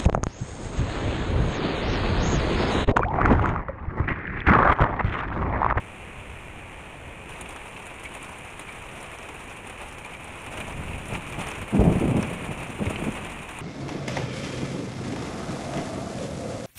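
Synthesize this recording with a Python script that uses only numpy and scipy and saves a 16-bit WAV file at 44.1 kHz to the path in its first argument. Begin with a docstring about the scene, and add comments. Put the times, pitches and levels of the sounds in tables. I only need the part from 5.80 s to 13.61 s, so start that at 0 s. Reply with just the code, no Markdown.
"""Night rain and thunder from under the eaves

Near drops tick, slap and spray on tiles as shaped noise; heavy drips splash and standing water plinks
with short rising tones. A wash of countless far drops lies behind, and gusts push the rain harder.
Thunder grumbles as coloured noise, swells, breaks in a cluster of noise-volley claps and answers once
more, with scattered echoes from walls and roofs."""
import sys
import numpy as np
from scipy import signal
from scipy.fft import rfft, irfft
from scipy.io import wavfile

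SR = 44100
rng = np.random.default_rng(int(sys.argv[2]) if len(sys.argv) > 2 else 0)


def unload_wav(signal):
    """Save mono or channel-first audio to the path in sys.argv[1] as 16-bit WAV at rate SR, clipped to [-1, 1]."""
    wavfile.write(
        sys.argv[1],
        SR,
        np.round(np.clip(np.atleast_2d(signal).T, -1, 1) * 32767).astype(np.int16),
    )


N = 344421

# Spectrum of the far rain's wash: [f/Hz, relative level/dB]
WASH_COLOUR = [(30, -4.5), (130, 2.5), (1000, 0), (1550, -5), (2050, -2), (2450, 2), (3100, -8.5),
               (4800, -32), (6800, -21.5), (8000, -21.5), (9200, -16), (12000, -37), (14500, -35),
               (15800, -70)]
# Spectrum of a drop's slap on the tile: [f/Hz, relative level/dB]
SLAP_COLOUR = [(150, -12), (400, 0), (700, 2.5), (1030, 4), (1650, -3), (2100, -4.5), (2500, 2),
               (3300, -9.5), (4600, -24), (8000, -36)]
# Spectrum of a drop's fine spray: [f/Hz, relative level/dB]
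SPRAY_COLOUR = [(2000, 7.5), (3900, 5.5), (4900, -24), (5500, -21), (6800, 9), (8000, 6), (9100, 16.5),
                (10300, 5.5), (12000, -7), (14300, -5), (15800, -33)]
# Resonances of a drop's first contact: [f/Hz, width/Hz, relative level/dB]
TICK_BANDS = [(2370, 680, 2.5), (3660, 420, -7), (6230, 1860, -0.5), (7680, 950, -6), (9900, 1800, -2),
              (13000, 3200, -12)]
# Big splashes on the tiles: [t/s, slap level before trim/dB, wetness of the tile/0-1]
SPLASHES = [(1.493, -39, .35), (1.6104, -38, 1), (1.761, -35.5, 0.1), (2.3398, -45, .9),
            (2.3494, -35.5, 0.44), (2.4914, -42, 0.53), (2.7943, -38, 0.56), (3.3855, -36, .03),
            (3.4885, -35, 0.17), (3.896, -35, .35), (4.0153, -34.5, 0.22), (4.2476, -37.5, 0.3),
            (4.6633, -34, 0.26), (4.7723, -32, 0.1), (5.2834, -43, .9), (5.67, -31.5, 0),
            (5.7143, -31, .03), (6.4263, -26.5, 0), (7.1026, -34.5, 0.57), (7.4475, -33.5, 0.36),
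            (7.7866, -41, .3)]
# Drops into standing water: [t/s, level before trim/dB, starting pitch f/Hz]
PLINKS = [(2.255, -30, 2220), (2.432, -38.5, 2330), (2.492, -36.5, 920), (2.888, -33, 2260),
          (4.246, -33.5, 2380), (4.346, -35, 2275), (4.810, -29, 2380), (4.924, -41, 2350)]
# Thunderclaps: [t/s, level before crack and boom trims/dB, nominal length/s, boom pitch f/Hz]
CLAPS = [(5.924, -20.5, 0.042, 227), (5.983, -16, .024, 58), (5.996, -19, .025, 306),
         (6.038, -16, 0.047, 161), (6.093, -24, 0.031, 318), (6.15, -25, 0.024, 167),
         (6.205, -22, .045, 270), (6.266, -22.5, 0.052, 158), (6.341, -20.5, 0.042, 188),
         (6.991, -24.5, 0.036, 180), (7.055, -25.5, 0.026, 86), (7.21, -29, 0.02, 207),
         (7.261, -25.5, 0.023, 190)]
# Spectrum of the deep rumble: [f/Hz, relative level/dB]
RUMBLE_COLOUR = [(12, -9), (28, -0.5), (55, -1.5), (90, -2), (150, -10.5), (400, -54)]
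# Spectrum of the claps' crack and the rolls' growl: [f/Hz, relative level/dB]
THUNDER_COLOUR = [(25, -30.5), (95, -1), (160, 2), (310, -6), (450, -9), (750, -13.5), (1100, -27),
                  (1800, -47), (4000, -72), (12000, -105)]
# Gusts that throw more rain on the roof: [peak t/s, half-length/s, boost level/dB]
GUSTS = [(4.824, .1, 2), (5.34, 0.028, 7.5), (5.65, 0.17, 6), (6.534, 0.3, 4), (7.13, 0.074, 5),
         (7.386, .12, 4.5)]
# Rolls of thunder: [peak t/s, rumble level/dB, rise/s, decay/s, growl level relative to rumble/dB]
ROLLS = [(.62, -43.5, .4, 0.33, -13), (1.26, -46.5, 0.097, 0.42, -1.5), (4.8, -41.5, 0.14, .4, 0.5),
         (5.12, -35, 0.2, 0.14, -3), (5.34, -35.5, 0.043, 0.098, 1), (5.6, -41, .12, 0.1, 5.5),
         (5.82, -36, 0.034, .06, -3), (6.03, -29.5, 0.044, .3, 3.5), (6.45, -45, 0.16, .3, 11.5),
         (6.71, -45, .05, 0.13, 11.5), (7.27, -41, 0.27, 0.2, 8)]

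NEAR_START_S, PATTER_DB = 1.49, -54.5  # near drops are heard from here on; base gain of their patter
LOUDER_S, LOUDER_FADE_S, LOUDER_DB = 4.46, 0.35, 3  # the rain sounds louder from here on
DRIPS_PER_S, DRIP_DB, DRIP_SPREAD_DB = 7, -42, 1.5  # lesser drips; level before the splash trim
SPRAY_DRY_DB, SPRAY_WET_DB = -11, 6.5  # spray relative to the slap
TICK_DRY_DB, TICK_WET_DB = -7.5, -33  # contact tick relative to the slap
WASH_DB, WASH_GUST_SHARE = -42, 0.52  # far rain: base level, share of each surge in dB it follows
STORM_RUMBLE_DB, STORM_GROWL_DB = -48.5, -52  # the far storm never quite falls silent
TOP_HZ = 15500  # upper edge of the finished sound


def near_rain(spray_db=-3.5, slap_db=8, slap_alone=0.23, tick_db=-5.5, tick_decay_s=0.0083,
              knock_db=-2, mist_db=-62):
    """Drops on the nearest tiles tick, slap and spray; some only slap."""
    drops = shower(rate=130, spread_db=4.5)
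    dull_drops = shower(rate=64, spread_db=7.5)
    spray = colour(splatter(drops, decay_s=0.02, rise_s=0.00044), SPRAY_COLOUR)
    slap_energy = drops + slap_alone * dull_drops
    slap = colour(splatter(slap_energy, decay_s=0.017, rise_s=0.00051), SLAP_COLOUR)
    ticks = np.zeros(N)
    for hz, width_hz, db in TICK_BANDS:
        # every drop shares its energy differently among the resonances
        band_energy = drops * rng.random(N) ** 3
        ticks += undb(db) * snap(band_energy, hz, width_hz, tick_decay_s)
    ticks = unit(ticks)
    # now and then a drop knocks a tile into a short ring
    knocks = unit(snap(shower(rate=25, spread_db=11.0), hz=2480, width_hz=730, decay_s=0.0056))
    patter = undb(spray_db) * spray + undb(slap_db) * slap
    patter += undb(tick_db) * ticks + undb(knock_db) * knocks
    # the finest droplets fizz at a steady level, whatever the gusts do
    droplets = np.sqrt(shower(rate=4000, spread_db=9)) * rng.standard_normal(N)
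    mist = unit(colour(droplets, SPRAY_COLOUR))
    heard = seconds() > NEAR_START_S
    return heard * (undb(PATTER_DB + surge()) * patter + undb(mist_db) * mist)


def big_splashes(gain_db=-2.0):
    """Heavy drips from the eaves slap the tiles: a dry tile ticks, a wet one throws spray."""
    spray, slap, contacts = np.zeros((3, N))
    for s, db, wet in list(SPLASHES) + drips():
        size = undb(db + gain_db)
        spray_gain = undb(np.interp(wet, [0, 1], [SPRAY_DRY_DB, SPRAY_WET_DB]))
        tick_gain = undb([np.interp(wet, [0, 1], [TICK_DRY_DB, TICK_WET_DB])])
        add(slap, s, size * burst(decay_s=0.016, rise_s=0.00022))
        add(spray, s, size * spray_gain * burst(decay_s=0.0062, rise_s=0.00008))
        add(contacts, s, (size * tick_gain) ** 2)  # one-sample energy
    ticks = snap(contacts, hz=5920, width_hz=1300, decay_s=0.0025)
    spray_sound = colour(spray * rng.standard_normal(N), SPRAY_COLOUR)
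    slap_sound = colour(slap * rng.standard_normal(N), SLAP_COLOUR)
    return ticks + spray_sound + slap_sound


def drips():
    """Lesser drips from the eaves, loosely spaced: rows like those of SPLASHES."""
    rows = []
    for k, (late, size, wet) in enumerate(rng.random((80, 3))):
        s = NEAR_START_S + (k + late) / DRIPS_PER_S
        rows.append((s, DRIP_DB + DRIP_SPREAD_DB * (2 * size - 1), wet))
    return rows


def plinks(gain_db=-1, splash_db=-3):
    """A drop breaks the water with a short wet pop; its trapped bubble rings briefly, rising a little."""
    out = np.zeros(N)
    ring_shape = burst(decay_s=0.0061, rise_s=0.0038)
    pop_shape = burst(decay_s=0.0042, rise_s=0.00017)
    t = np.arange(len(ring_shape)) / SR
    for s, db, hz in PLINKS:
        ring = np.sin(2 * np.pi * hz * t * (1 + t))
        pop = unit(resonate(rng.standard_normal(len(t)), hz, q=2.6))
        add(out, s, undb(db + gain_db) * (ring_shape * ring + undb(splash_db) * pop_shape * pop))
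    return out


def claps(boom_db=-1, crack_db=-3.0, boom_q=1.75, edge=4):
    """Each kink of the lightning channel sends a volley of shocks: a broad crack and a pitched boom."""
    out, t = np.zeros(N), np.arange(SR // 4) / SR
    for s, db, length_s, hz in CLAPS:
        shape = np.exp(-np.abs(1.5 * t / length_s - 1) ** edge)
        volley = shape * rng.standard_normal((2, len(t)))
        crack = unit(colour(volley[0], THUNDER_COLOUR))
        boom = unit(resonate(volley[1], hz, boom_q))
        # set the energy by the volley's nominal length, not by the whole buffer
        size = undb(db) * np.sqrt(length_s / t[-1])
        add(out, s, size * (undb(crack_db) * crack + undb(boom_db) * boom))
    return out


def echoes(x, t60_s=2.8, wet_db=-14):
    """Scattered reflections from walls and roofs: sparse random taps that die away."""
    t = np.arange(SR * 2) / SR
    taps = (rng.random(len(t)) < 120 / SR) * rng.standard_normal(len(t)) * (t > .03)
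    response = taps * np.exp(-np.log(1000) * t / t60_s)
    return undb(wet_db) * signal.oaconvolve(x, response / np.linalg.norm(response))[:N]


def roll():
    """Shocks from far along the lightning channel arrive smeared into a rumble and a lumpy growl."""
    rumble_power, growl_power = undb(STORM_RUMBLE_DB) ** 2, undb(STORM_GROWL_DB) ** 2
    for s, db, rise_s, decay_s, growl_db in ROLLS:
        power = (undb(db) * swell(s, rise_s, decay_s)) ** 2
        rumble_power = rumble_power + power
        growl_power = growl_power + power * undb(growl_db) ** 2
    rumble = unit(colour(rng.standard_normal(N), RUMBLE_COLOUR))
    shocks = np.sqrt(shower(rate=900, spread_db=4)) * rng.standard_normal(N)
    growl = unit(colour(shocks, THUNDER_COLOUR) * undb(walk(rate=18)))
    return rumble * np.sqrt(rumble_power) + growl * np.sqrt(growl_power)


def swell(peak_s, rise_s, decay_s):
    """Envelope of a roll: it gathers smoothly, then dies away."""
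    t = seconds() - peak_s
    return np.exp(-(np.minimum(t, 0) / rise_s) ** 2 - np.maximum(t, 0) / decay_s)


def far_rain():
    """Thousands of tiny impacts a second merge into a smooth wash."""
    ticks = np.sqrt(shower(rate=9000, spread_db=1.5)) * rng.standard_normal(N)
    return unit(colour(ticks, WASH_COLOUR)) * undb(WASH_DB + WASH_GUST_SHARE * surge())


def surge():
    """How much louder than at first the rain sounds, in dB: a higher level from LOUDER_S on, plus gusts."""
    t = seconds()
    louder = LOUDER_DB * np.clip((t - LOUDER_S) / LOUDER_FADE_S, 0, 1)
    return louder + sum(db * np.exp(-((t - s) / half_s) ** 2) for s, half_s, db in GUSTS)


def shower(rate, spread_db):
    """Energies of drops that land at random, rate per second, of uneven size with the largest capped."""
    lands, size = rng.random(N) < rate / SR, rng.standard_normal(N)
    energy = np.zeros(N)
    energy[lands] = undb(spread_db * np.minimum(size[lands], 1.8)) ** 2
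    return energy


def splatter(drops, decay_s, rise_s):
    """Every drop bursts into droplets, a short puff of noise."""
    energy = np.abs(signal.oaconvolve(drops, burst(decay_s, rise_s) ** 2)[:N])
    return unit(np.sqrt(energy) * rng.standard_normal(N))


def snap(drops, hz, width_hz, decay_s):
    """A drop's sharp first contact: a noise burst through the band of the spot it strikes."""
    energy = np.abs(signal.oaconvolve(drops, burst(decay_s, rise_s=.0001) ** 2)[:N])
    edges = [hz - width_hz / 2, min(hz + width_hz / 2, SR * .45)]
    spot = signal.butter(2, edges, "bandpass", fs=SR, output="sos")
    contact = signal.sosfilt(spot, np.sqrt(energy) * rng.standard_normal(N))
    return contact * np.sqrt(SR / 2 / width_hz)  # make up the power lost outside the band


def burst(decay_s, rise_s):
    """Envelope of a splash: quick rise, exponential fall, peak 1."""
    t = np.arange(SR // 8) / SR
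    shape = (1 - np.exp(-t / rise_s)) * np.exp(-t / decay_s)
    return shape / shape.max()


def resonate(x, hz, q):
    """Two passes through one resonance."""
    band = signal.iirpeak(hz, q, fs=SR)
    return signal.lfilter(*band, signal.lfilter(*band, x))


def colour(x, points):
    """Causal minimum-phase filter with the given spectrum; white noise keeps its power."""
    hz, db = np.transpose(points)
    size = 8192
    bins_hz = np.arange(size // 2 + 1) * SR / size
    gain = unit(undb(np.interp(np.log(bins_hz + 1), np.log(hz), db)))
    # fold the cepstrum forward in time so the filter speaks at once
    cepstrum = irfft(np.log(gain))
    cepstrum[1:size // 2] *= 2
    cepstrum[size // 2 + 1:] = 0
    return signal.oaconvolve(x, irfft(np.exp(rfft(cepstrum))))[:len(x)]


def walk(rate):
    """Random levels, rate per second, joined by straight lines and scaled to rms 1."""
    return unit(np.interp(seconds() * rate, np.arange(1000), rng.standard_normal(1000)))


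def add(track, s, sound):
    """Lay a sound into a track at time s."""
    i = max(int(s * SR), 0)
    track[i:i + len(sound)] += sound[:max(N - i, 0)]


def seconds():
    """Time of every sample."""
    return np.arange(N) / SR


def undb(db):
    """Decibels to gain."""
    return 10 ** (np.asarray(db) / 20)


def unit(x):
    """Scale to rms 1."""
    return x / np.sqrt(np.mean(x ** 2) + 1e-18)


def scene():
    """Rain near and far under the thunder."""
    thunder = claps()
    rain = near_rain() + big_splashes() + plinks() + far_rain()
    return (rain + thunder + echoes(thunder) + roll())[None]


def record(dry):
    """A steep low-pass takes off the top of the treble."""
    return signal.sosfilt(signal.ellip(10, .2, 80, TOP_HZ, fs=SR, output="sos"), dry)


dry = scene()
out = record(dry)
unload_wav(out)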